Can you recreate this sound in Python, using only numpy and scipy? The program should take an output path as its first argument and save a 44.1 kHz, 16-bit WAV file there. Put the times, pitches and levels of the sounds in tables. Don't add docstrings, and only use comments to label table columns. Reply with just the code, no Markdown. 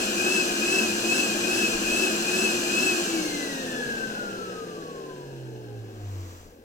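import sys
import numpy as np
from scipy import signal
from scipy.fft import rfft, irfft, next_fast_len
from scipy.io import wavfile

SR = 44100
rng = np.random.default_rng(int(sys.argv[2]) if len(sys.argv) > 2 else 0)


def digitize_waveform(pressure):
    field = np.atleast_2d(pressure).T
    bounded = np.clip(field, -1, 1)
    quanta = np.round(bounded * 32767).astype(np.int16)
    wavfile.write(sys.argv[1], SR, quanta)


N = 292804
TIME = np.arange(N) / SR
FFT_SIZE = next_fast_len(N, True)
BIN_HZ = np.maximum(np.arange(FFT_SIZE // 2 + 1) * SR / FFT_SIZE, 1)

# pitch in Hz, level in dB.
WHINE_LEVELS = [(560, -75), (720, -59.5), (900, -63), (1050, -48), (1280, -44), (1400, -39), (1680, -34),
                (1820, -44.5), (2020, -45), (2280, -49.5), (2410, -42.5), (2490, -35), (2560, -28.5),
                (2640, -29)]
# multiple of its pitch, full-speed level in dB before the
WHINE_OVERTONES = [(2, -51, 17), (3, -43, 6.6), (4, -54.5, 16)]
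# centre in Hz, width in Hz,
# boost in dB for the air rush and overtones, boost in dB for the rattle.
HOUSING_RESONANCES = [(219, 27, 4, -2), (343.5, 40, 11.5, -3), (1607, 232, 10.5, 20), (2625, 290, 7.5, 6),
                      (4210, 280, 7, 2.5), (4700, 320, 0, -7), (5190, 350, 4.5, 11), (6170, 320, 7, 3),
                      (7390, 730, 2.5, -3), (10550, 520, 2, -2)]
# frequency in Hz, relative level in dB.
AIR_SPECTRUM = [(30, -22), (70, -18), (120, -6.5), (145, -20), (178, 1.5), (280, 4), (400, -2.5), (750, -3),
                (900, -10), (1100, -6.5), (1400, -6), (2150, -16.5), (2900, -5), (3700, -11), (7700, -9),
                (8500, -15.5), (15500, -23)]
# frequency in Hz, relative level in dB.
RUMBLE_SPECTRUM = [(40, -13), (75, -34), (102, -14.5), (120, -7.5), (145, -13), (210, -1.5), (370, -2.5),
                   (480, 2), (620, -9.5), (760, -10), (1000, -24), (2100, -30.5), (8000, -53), (15000, -47)]
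# frequency in Hz, relative level in dB.
RATTLE_SPECTRUM = [(300, -3), (1000, 8.5), (2100, -1), (3000, 6), (4500, 2), (7500, -18), (9000, -26),
                   (15000, -15)]
# turns per second, level in dB.
HUM_LEVELS = [(79, -67), (88, -48), (95, -33.5), (101, -35), (106.5, -45.5), (112, -37.5), (120, -45),
              (128, -39.5), (150, -51.5), (200, -47), (235, -40.5), (260, -41), (325, -28.5), (345, -37),
              (377, -34)]
# frequency in Hz, relative level in dB.
BACKGROUND_SPECTRUM = [(12, -4), (30, 10), (60, 6), (300, 10), (500, -7), (900, -15), (3000, -14),
                       (9000, -20), (15000, -14)]
# peak time in seconds, level in dB, half length in seconds.
HAND_BUMPS = [(1.75, -40, .03), (1.92, -46, 0.087), (6.03, -48, 0.065), (6.455, -51, 0.11)]
# multiple of the rotor speed, peak level in dB,
# turns per second at that peak, width in octaves.
COASTING_NOTES = [(14, -43.5, 301, 0.1), (14, -48, 255, 0.084), (2, -41, 249, 0.16), (2, -47, 169, 0.23),
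                  (2.58, -47.5, 180, 0.096), (2.58, -45.5, 148.5, 0.3), (3, -50, 128, 0.39),
                  (3.58, -50.5, 119, 0.43)]
# frequency in Hz, relative level in dB.
CLOTH_SPECTRUM = [(40, 13), (200, 2), (700, 2), (1150, 8.5), (1600, 0), (2200, -1.5), (3000, -3),
                  (4500, -4.5), (6500, -1), (7700, -1.5), (8600, -16), (15000, -9)]
# frequency in Hz, level gap in dB.
LEFT_BOOST = [(40, 6), (100, 0.5), (122, -6.5), (160, 1), (220, 0), (380, 3), (700, -0.5), (1300, 2.5),
              (2500, 4.5), (4400, 5.5), (6300, -2.5), (7800, -1), (9500, 3.5), (15000, 1.5)]
# frequency in Hz, phase in radians.
LEFT_LEAD = [(0, 0), (330, 0.61), (780, 1.5), (1400, 3), (2150, 6.5), (2650, 7.5), (5170, 11.5),
             (6120, 12.5), (7580, 17), (10400, 26), (16000, 36.5)]
# frequency in Hz, share from 0 to 1.
STEREO_SHARE = [(60, 1), (300, 1), (750, 1), (1500, 0.64), (2100, 0.32), (3000, 0.76), (5200, 0.37),
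                (6200, 0.67), (7100, 0.3), (15000, 0.17)]

BLADES, FULL_SPEED_HZ = 7, 360
POWER_OFF_S = 3.0


def from_db(db):
    return 10 ** (np.asarray(db) / 20)


def unit_power(x):
    return x / np.sqrt(np.mean(x ** 2) + 1e-20)


def look_up(table, hz):
    row_hz, value = np.transpose(table)
    return np.interp(np.log(hz), np.log(row_hz), value)


def drift(rate_hz, count=1):
    white = rfft(rng.standard_normal((count, FFT_SIZE)))
    return unit_power(irfft(white / (1 + (BIN_HZ / rate_hz) ** 2), FFT_SIZE)[:, :N])


def swell_at(peak_s, db, rise_s, fall_s):
    return from_db(db) * np.exp(-((TIME - peak_s) / np.where(TIME < peak_s, rise_s, fall_s)) ** 2)


def gain_by_speed(speed, db, loudest_hz, growth, easing):
    ratio = speed / loudest_hz
    return from_db(db) * np.minimum(ratio ** growth, ratio ** -easing)


def stereo_gains(hz):
    row_hz, radians = np.transpose(LEFT_LEAD)
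    side = np.array([[.5], [-.5]])
    lead = np.interp(hz, row_hz, radians)
    return from_db(look_up(LEFT_BOOST, hz) * side) * np.exp(1j * side * lead)


def stereo_blend(rows, hz):
    share = look_up(STEREO_SHARE, hz)
    return np.sqrt(share) * rows[0] + np.sqrt(1 - share) * rows[1:]


def noise(spectrum_db):
    white = stereo_blend(rfft(rng.standard_normal((3, FFT_SIZE))), BIN_HZ)
    coloured = white * stereo_gains(BIN_HZ) * from_db(spectrum_db)
    return unit_power(irfft(coloured, FFT_SIZE)[:, :N])


def tone(hz, rough, flutter_hz):
    flutter = drift(flutter_hz, count=3) + 1j * drift(flutter_hz, count=3)
    shake = 1 + rough * stereo_blend(flutter, hz)
    wave = np.exp(2j * np.pi * np.cumsum(hz) / SR)
    keep_power = np.sqrt(2 / (1 + 2 * rough ** 2))
    return keep_power * np.real(shake * stereo_gains(hz) * wave)


def housing_boost(hz):
    centre, width, *boosts = np.transpose(HOUSING_RESONANCES)
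    distance = (hz - centre[:, None]) / width[:, None]
    return np.array(boosts) @ np.exp(-2 * np.minimum(distance ** 2, 20))


def rotor_speed(running_hz=360.8, swing_hz=15.2, period_s=0.416, first_peak_s=0.339):
    sharpness = 0.97
    cycle = 2 * np.pi * (np.minimum(TIME, POWER_OFF_S) - first_peak_s) / period_s
    driven = running_hz + swing_hz * np.arcsin(sharpness * np.cos(cycle)) / np.arcsin(sharpness)
    drag, friction = 155.8, 29.83
    even_hz = FULL_SPEED_HZ * np.sqrt(friction / drag)
    coast_s = np.maximum(TIME - POWER_OFF_S, 0)
    speed = even_hz * np.tan(np.arctan(driven / even_hz) - coast_s * friction / even_hz)
    return np.maximum(speed, 1)


def fan_whine(speed):
    blade_hz, flow = BLADES * speed, speed / FULL_SPEED_HZ
    whine = from_db(look_up(WHINE_LEVELS, blade_hz)) * tone(blade_hz, rough=0.41 * flow, flutter_hz=42.3)
    for multiple, db, growth in WHINE_OVERTONES:
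        hz = multiple * blade_hz
        boost_db, _ = housing_boost(hz)
        whine += from_db(db + boost_db) * flow ** growth * tone(hz, rough=0.67, flutter_hz=60)
    return whine


def air_swirl(speed, full_speed_db=-40.5, speed_share=.61, growth=3.4):
    gain = from_db(full_speed_db) * (speed / FULL_SPEED_HZ) ** growth
    return gain * tone(speed_share * speed, rough=0.57, flutter_hz=18.3)


def air_rush(speed, full_speed_db=-27.5, growth=3.21):
    boost_db, _ = housing_boost(BIN_HZ)
    gain = from_db(full_speed_db) * (speed / FULL_SPEED_HZ) ** growth
    return gain * noise(look_up(AIR_SPECTRUM, BIN_HZ) + boost_db)


def bearings(speed, throb=0.27, grain_db=2.0):
    _, boost_db = housing_boost(BIN_HZ)
    angle = 2 * np.pi * np.cumsum(speed) / SR
    load = (1 + throb * np.cos(angle)) * from_db(grain_db * drift(rate_hz=70))
    rattle = unit_power(load * noise(look_up(RATTLE_SPECTRUM, BIN_HZ) + boost_db))
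    rumble = noise(look_up(RUMBLE_SPECTRUM, BIN_HZ))
    rumble_gain = gain_by_speed(speed, db=-37, loudest_hz=210, growth=1.98, easing=0.31)
    rattle_gain = gain_by_speed(speed, db=-41, loudest_hz=235, growth=2.88, easing=1.4)
    return rumble_gain * rumble + rattle_gain * rattle


def rotor_hum(speed):
    rough = 0.3 * (speed / FULL_SPEED_HZ) ** 2
    return from_db(look_up(HUM_LEVELS, speed)) * tone(speed, rough, flutter_hz=20)


def room_echoes(sound, echo_db=-4.5, fade_60db_s=0.19, count=40):
    response = np.zeros((2, SR // 10))
    for side in response:
        delay_s = rng.uniform(.003, .07, count)
        side[(delay_s * SR).astype(int)] = rng.choice([-1, 1], count) * from_db(-60 * delay_s / fade_60db_s)
    response /= np.linalg.norm(response, axis=1, keepdims=True)
    echoes = signal.fftconvolve(sound, response, axes=1)[:, :N]
    bass_cut = signal.butter(2, 800, "high", fs=SR, output="sos")
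    return sound + from_db(echo_db) * signal.sosfilt(bass_cut, echoes)


def background(level_db=-56.5):
    return from_db(level_db) * noise(look_up(BACKGROUND_SPECTRUM, BIN_HZ))


def hand_bumps(bottom_hz=20, top_hz=38):
    swells = sum(swell_at(peak_s, db, half_s, half_s) for peak_s, db, half_s in HAND_BUMPS)
    deep_band_db = -10 * np.log10(1 + (BIN_HZ / top_hz) ** 8 + (bottom_hz / BIN_HZ) ** 4)
    return swells * noise(deep_band_db)


def coasting_notes(speed):
    notes = 0
    for multiple, db, loudest_hz, octaves in COASTING_NOTES:
        swell = 1 / (1 + (np.log2(speed / loudest_hz) / octaves) ** 4)
        notes += from_db(db) * swell * tone(multiple * speed, rough=0.35, flutter_hz=5)
    return notes


def sleeve(hiss_above_hz=4200):
    cloth = noise(look_up(CLOTH_SPECTRUM, BIN_HZ))
    dull = signal.sosfiltfilt(signal.butter(2, hiss_above_hz, fs=SR, output="sos"), cloth)
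    rub = swell_at(peak_s=6.24, db=-49, rise_s=0.41, fall_s=0.26) * dull
    hiss = swell_at(peak_s=6.32, db=-48.5, rise_s=0.4, fall_s=0.19) * (cloth - dull)
    return rub + hiss


def scene():
    speed = rotor_speed()
    air = fan_whine(speed) + air_swirl(speed) + air_rush(speed)
    vacuum = air + bearings(speed) + coasting_notes(speed) + rotor_hum(speed)
    return room_echoes(vacuum) + sleeve() + hand_bumps() + background()


def record(dry, cutoff_hz=15800):
    return signal.sosfilt(signal.ellip(12, .1, 90, cutoff_hz, fs=SR, output="sos"), dry)


dry = scene()
out = record(dry)
digitize_waveform(out)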